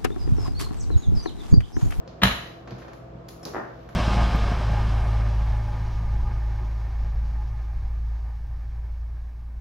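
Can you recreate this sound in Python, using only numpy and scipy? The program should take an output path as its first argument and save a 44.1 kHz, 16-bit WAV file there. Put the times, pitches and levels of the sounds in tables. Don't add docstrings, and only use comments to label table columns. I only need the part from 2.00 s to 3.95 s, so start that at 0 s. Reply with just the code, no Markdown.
import sys
import numpy as np
from scipy import signal
from scipy.fft import rfft, irfft
from scipy.io import wavfile
from scipy.ndimage import uniform_filter1d

SR = 44100
rng = np.random.default_rng(int(sys.argv[2]) if len(sys.argv) > 2 else 0)


def master_out(mix):
    frames = np.transpose(np.atleast_2d(mix))
    ceiling = np.clip(frames, -1, 1)
    pcm = np.round(ceiling * 32767).astype(np.int16)
    wavfile.write(sys.argv[1], SR, pcm)


N = 85995

CLACK_LEAD_S, PARTS_LEAD_S = 0.00008, -0.000024
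TICK_WET_DB = 3


def amp(db):
    return 10 ** (np.asarray(db) / 20)


def read(points, hz):
    f, value = np.transpose(points)
    return np.interp(np.log(hz + 1), np.log(f + 1), value)


def unit(x):
    return x / np.sqrt(np.mean(x ** 2) + 1e-20)


def add(mix, start_s, sound):
    part = mix[round(start_s * SR):][:len(sound)]
    part += sound[:len(part)]


def causal(gain, size=4096):
    both_sides = np.r_[gain, gain[-2:0:-1]]
    log_gain = np.log(np.maximum(both_sides, 1e-5))
    spectrum = np.exp(np.conj(signal.hilbert(log_gain)))
    return np.fft.ifft(spectrum).real[:size]


def contact(colour_db, decay_s, rise_s, size=4096):
    t = np.arange(size) / SR
    hz = np.fft.rfftfreq(size, 1 / SR)
    envelope = np.exp(-t / decay_s) * (1 - np.exp(-t / rise_s))
    burst = rfft(rng.standard_normal(size) * envelope)
    local = np.sqrt(uniform_filter1d(abs(burst) ** 2, size=15))
    colour = causal(amp(colour_db(hz)) / local)
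    return signal.fftconvolve(irfft(burst), colour)[:size]


def mode(t, hz, t60_s):
    return np.exp(-np.log(1000) * t / t60_s) * np.sin(2 * np.pi * hz * t)


def ring(modes):
    t = np.arange(SR // 4) / SR
    return sum((-1) ** k * amp(db) * mode(t, hz, t60_s) for k, (hz, db, t60_s) in enumerate(modes))


# pitch_hz, level_db, t60_s
BOWL_MODES = [(684, -19, 0.046), (1014, -18, .035), (1263, -11, .03), (1567, -18, .035), (1950, -16, .025),
              (2046, -13, 0.025), (2960, -15, .03), (3180, -17, .025), (3770, -14.5, 0.019),
              (3980, -17.5, 0.044)]
# freq_hz, level_db
CRACK_COLOUR = [(100, 25.5), (400, 15), (1000, 18.5), (2000, 17), (4000, 19.5), (4900, 5), (7000, 7.5),
                (8600, -17.5), (10500, 7), (14000, -2.5), (16000, -16.5)]
# freq_hz, level_db
CATCH_COLOUR = [(100, 6), (400, 11.5), (1000, 11.5), (2000, 12.5), (4000, 9), (4900, -8), (7000, -8),
                (8600, -40), (11000, -19), (16000, -26.5)]
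# start_s, level_db
BOWL_REBOUNDS = [(0.2429, -3), (.2532, -2), (0.2569, -5), (0.273, -5), (.2820, -7.5), (.3120, -9)]
CATCH_AT_S, CATCH_DECAY_S, CATCH_RISE_S = 0.2172, 0.019, 0.0014
BLOW_AT_S, CRACK_DELAY_S = 0.2337, 0.000696
CRACK_DECAY_S, CRACK_RISE_S, REBOUND_DECAY_S = 0.0022, 0.000067, 0.0013
SNAP_HZ, SNAP_PEAK_S, SNAP_DB = 1474, 0.00027, -3.5
RING_DB, CLACK_WET_DB = -1.5, -1.5


def clack():
    out = np.zeros(N)
    t = np.arange(SR // 4) / SR
    crack_at_s = BLOW_AT_S + CRACK_DELAY_S
    scrape = contact(lambda hz: read(CATCH_COLOUR, hz), CATCH_DECAY_S, CATCH_RISE_S)
    snap = np.sin(2 * np.pi * SNAP_HZ * t) * t / SNAP_PEAK_S * np.exp(1 - t / SNAP_PEAK_S)
    crack = contact(lambda hz: read(CRACK_COLOUR, hz), CRACK_DECAY_S, CRACK_RISE_S)
    add(out, CATCH_AT_S, scrape)
    add(out, BLOW_AT_S, amp(SNAP_DB) * snap)
    add(out, crack_at_s, amp(RING_DB) * ring(BOWL_MODES))
    add(out, crack_at_s, crack)
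    for start_s, db in BOWL_REBOUNDS:
        rebound = contact(lambda hz: read(CATCH_COLOUR, hz), REBOUND_DECAY_S, CRACK_RISE_S)
        add(out, start_s, amp(db) * rebound)
    return kitchen(out, CLACK_WET_DB, CLACK_LEAD_S)


# pitch_hz, level_db, t60_s
COUNTER_MODES = [(59.1, -21, 0.37), (85.4, -19.5, 0.18), (119.7, -13.5, 0.13), (194.3, -13.5, 0.15),
                 (247, -27, 0.25), (436, -38, 0.32)]
# start_s, level_db
COUNTER_PUSHES = [(0.2190, 0), (0.2347, -4.5)]
# start_s, level_db
SOFT_BUMPS = [(.074, -8), (.7195, 2), (.782, -10), (1.148, -7)]
# pitch_hz, level_db, t60_s
BUMP_MODES = [(121, -35.5, 0.16), (193.7, -34, 0.12), (256, -34.5, 0.067), (530, -40, 0.057)]
THUMP_RISE_CYCLES, THUMP_WET_DB = 1.3, -12


def thump():
    out = np.zeros(N)
    t = np.arange(SR) / SR
    swing = np.zeros(SR)
    for hz, db, t60_s in COUNTER_MODES:
        rise = 1 - np.exp(-(t * hz / THUMP_RISE_CYCLES) ** 2)
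        swing += amp(db) * rise * mode(t, hz, t60_s)
    for start_s, db in COUNTER_PUSHES:
        add(out, start_s, amp(db) * swing)
    for start_s, db in SOFT_BUMPS:
        add(out, start_s, amp(db) * ring(BUMP_MODES))
    return kitchen(out, THUMP_WET_DB, CLACK_LEAD_S)


# start_s, decay_s, then
# low_db, mid_db, high_db, top_db at the four frequencies of TICK_BANDS
PART_TICKS = [(0.076, 0.0025, -6, -12.5, -16, -41.5), (0.674, 0.0059, -4.5, -2, -21, -37),
              (0.707, 0.0021, -9, -10, -15.5, -48), (0.7134, 0.0036, -3.5, -7.5, -28, -44),
              (0.7207, 0.0021, -0.5, -10.5, -30, -44), (0.782, 0.015, -12, -13, -24.5, -28.5),
              (0.818, 0.008, -12, -2, -25.5, -51), (0.847, 0.0055, -8, -8, -35, -48),
              (0.8809, 0.0067, -6, -3.5, -25, -37), (0.9326, 0.0025, -7, -8, -24, -26),
              (1.2847, 0.0019, -36, -14, -19, -18), (1.2881, 0.0017, -21, -12, -15, -13),
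              (1.4302, 0.01, -3.5, -10.5, -21, -20), (1.4521, 0.0021, -0.5, -13, -5.5, -12.5),
              (1.4570, 0.0093, 4.5, -3, -28, -30), (1.4634, 0.004, 4, -11, -16, -24),
              (1.4810, 0.0041, -1, -7.5, -22, -25), (1.8896, 0.0026, -19, -3, -27.5, -27)]
TICK_BANDS = [400, 1500, 5000, 12000]
# freq_hz, level_db
TICK_COLOUR = [(50, -5.5), (130, -10.5), (250, 3.5), (1000, -3.5), (2700, -8.5), (4600, -3), (7000, -4),
               (8600, -31.5), (10500, -4), (14000, -12.5), (16000, -18.5)]
TICK_RISE_S = 0.00086


def ticks():
    out = np.zeros(N)
    for start_s, decay_s, *band_db in PART_TICKS:
        own_colour = list(zip(TICK_BANDS, band_db))
        tick = contact(lambda hz: read(own_colour, hz) + read(TICK_COLOUR, hz), decay_s, TICK_RISE_S)
        add(out, start_s, tick)
    return kitchen(out, TICK_WET_DB, PARTS_LEAD_S)


# start_s, level_db
DULL_KNOCKS = [(1.5360, -8), (1.546, 0.5), (1.5550, -0.5), (1.5643, 2), (1.581, -3.5), (1.5885, -9.5),
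               (1.5980, -7.5), (1.6480, -12.5)]
# freq_hz, level_db
KNOCK_COLOUR = [(60, -5), (180, 2.5), (400, 9), (800, 7.5), (1200, 5), (1850, -0.5), (2300, -14.5),
                (4000, -31), (9000, -69)]
KNOCK_DECAY_S, KNOCK_RISE_S, KNOCK_WET_DB = 0.0028, 0.0004, 2.5
DRAG_MID_S, DRAG_HALF_S, DRAG_DB, SLIPS_PER_S = 1.585, 0.05, -47, 270


def knocks():
    out = np.zeros(N)
    t = np.arange(N) / SR
    for start_s, db in DULL_KNOCKS:
        knock = contact(lambda hz: read(KNOCK_COLOUR, hz), KNOCK_DECAY_S, KNOCK_RISE_S)
        add(out, start_s, amp(db) * knock)
    slips = unit(rng.standard_normal(N) * (rng.random(N) < SLIPS_PER_S / SR))
    colour = causal(amp(read(KNOCK_COLOUR, np.fft.rfftfreq(4096, 1 / SR))))
    slips = unit(signal.fftconvolve(slips, colour)[:N])
    swell = np.exp(-((t - DRAG_MID_S) / DRAG_HALF_S) ** 4)
    out += amp(DRAG_DB) * slips * swell
    return kitchen(out, KNOCK_WET_DB, PARTS_LEAD_S)


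# pitch_hz, level_db, t60_s
BLADE_MODES = [(5421, -48, .16), (6783, -56, .07), (8220, -60, .05), (11150, -55, .06)]
# pitch_hz, level_db, t60_s
HUB_MODES = [(3908, -5.5, 0.039), (4550, -4, 0.017), (4900, -0.5, 0.027), (5670, -0.5, 0.02),
             (6150, -7, .014), (13730, -5, .015)]
# start_s, level_db, pitch_ratio, ring_length_ratio
SHAFT_CLICKS = [(.7078, -47, 0.92, .4), (1.2875, -39, .86, .35), (1.4527, -34, 1, 0.89),
                (1.4558, -42, 0.97, .8)]
PING_AT_S, PING_HELD_S, BLADE_WET_DB = 1.4301, 0.022, -4


def blade():
    out = np.zeros(N)
    t = np.arange(SR // 4) / SR
    damping = np.exp(-(t / PING_HELD_S) ** 6)
    add(out, PING_AT_S, ring(BLADE_MODES) * damping)
    for start_s, db, pitch, length in SHAFT_CLICKS:
        hub = [(hz * pitch, level_db, t60_s * length) for hz, level_db, t60_s in HUB_MODES]
        add(out, start_s, amp(db) * ring(hub))
    return kitchen(out, BLADE_WET_DB, PARTS_LEAD_S)


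# middle_s, half_length_s, level_db
FOOD_SHIFTS = [(0.453, 0.073, -51.5), (0.8, 0.069, -61.5), (1.858, 0.3, -65)]
# freq_hz, level_db
FOOD_COLOUR = [(300, 18), (2500, 10), (6000, 3.5), (8600, -23.5), (12000, -1.5), (16000, -21)]
GRAINS_PER_S = 740


def rustle():
    t = np.arange(N) / SR
    grains = rng.standard_normal(N) * (rng.random(N) < GRAINS_PER_S / SR)
    colour = amp(read(FOOD_COLOUR, np.fft.rfftfreq(N, 1 / SR)))
    grains = unit(irfft(rfft(grains) * colour, N))
    swell = sum(amp(db) * np.exp(-((t - mid_s) / half_s) ** 2) for mid_s, half_s, db in FOOD_SHIFTS)
    return kitchen(grains * swell, TICK_WET_DB, PARTS_LEAD_S)


# freq_hz, correlation (1 = alike, 0 = unrelated)
STEREO_LIKENESS = [(100, 0.94), (200, 0.94), (350, 0), (700, 0), (16000, 0)]


def pair(noise):
    a, b = rfft(noise)
    hz = np.fft.rfftfreq(noise.shape[1], 1 / SR)
    same = np.clip(read(STEREO_LIKENESS, hz), -1, 1)
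    mid = a * np.sqrt((1 + same) / 2)
    side = b * np.sqrt((1 - same) / 2)
    return hz, np.array([mid + side, mid - side])


# freq_hz, t60_s
KITCHEN_DECAY = [(100, 0.62), (260, 0.42), (700, 0.49), (1840, 0.55), (4850, 0.53), (12000, 0.46)]
ROOM_BUILD_S = 0.0018
NEAR_S, NEAR_DB, NEAR_LOW_HZ = 0.0004, -6, 700


def kitchen(x, wet_db, lead_s):
    taps = irfft(pair(rng.standard_normal((2, SR)))[1])
    age = np.arange(SR) / SR
    hz, t, z = signal.stft(taps, SR, nperseg=256)
    decay = amp(-60 * t / read(KITCHEN_DECAY, hz)[:, None])
    tail = signal.istft(z * decay, SR, nperseg=256)[1][:, :SR]
    tail = tail * (1 - np.exp(-(age / ROOM_BUILD_S) ** 2))
    near = (taps - taps[::-1]) * age * np.exp(-age / NEAR_S)
    near = signal.sosfilt(signal.butter(2, NEAR_LOW_HZ, "high", fs=SR, output="sos"), near)
    echoes = amp(wet_db) * tail / np.linalg.norm(tail[0])
    echoes = echoes + amp(NEAR_DB) * near / np.linalg.norm(near[0])
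    delay = np.exp(-2j * np.pi * np.fft.rfftfreq(N, 1 / SR) * lead_s)
    right = irfft(rfft(x) * delay, N)
    return np.array([x, right]) + signal.fftconvolve(x[None], echoes, axes=1)[:, :N]


# pitch_hz, level_db (rms)
HUM_LINES = [(59.2, -54), (123.8, -50.5), (166.9, -55.5), (333.8, -56), (478, -68), (535, -63.5),
             (667.5, -59)]
# freq_hz, level_db (per Hz)
AIR_COLOUR = [(25, -37), (42, -3.5), (139, -6), (285, -9.5), (531, -5.5), (601, -11.5), (664, -3),
              (830, -17), (1150, -15), (1930, -28), (5100, -41), (7780, -50), (8810, -72), (13800, -54),
              (16000, -91)]
AIR_DB, HUM_WAVER, HUM_WAVER_HZ = -45.5, 0.35, 4.1


def background():
    hz, z = pair(rng.standard_normal((2, N)))
    out = amp(AIR_DB) * unit(irfft(z * amp(read(AIR_COLOUR, hz)), N))
    t = np.arange(N) / SR
    slow = np.exp(-(np.fft.fftfreq(N, 1 / SR) / HUM_WAVER_HZ) ** 2)
    for pitch_hz, db in HUM_LINES:
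        noise = rng.standard_normal(N) + 1j * rng.standard_normal(N)
        waver = np.fft.ifft(np.fft.fft(noise) * slow)
        carrier = np.exp(2j * np.pi * (pitch_hz * t + rng.random()))
        tone = (1 + HUM_WAVER * waver / np.std(waver)) * carrier
        out = out + amp(db) * unit(tone.real)
    return out


def scene():
    return clack() + thump() + ticks() + knocks() + blade() + rustle() + background()


LOW_CUT_HZ, EDGE_HZ = 36, 16000


def record(dry):
    dry = signal.sosfilt(signal.butter(3, LOW_CUT_HZ, "high", fs=SR, output="sos"), dry)
    held = dry / (1 + (dry / 0.9) ** 6) ** (1 / 6)
    band_limit = signal.firwin(255, EDGE_HZ, window=("kaiser", 9), fs=SR)
    return signal.oaconvolve(held, band_limit[None], "same")


dry = scene()
out = record(dry)
master_out(out)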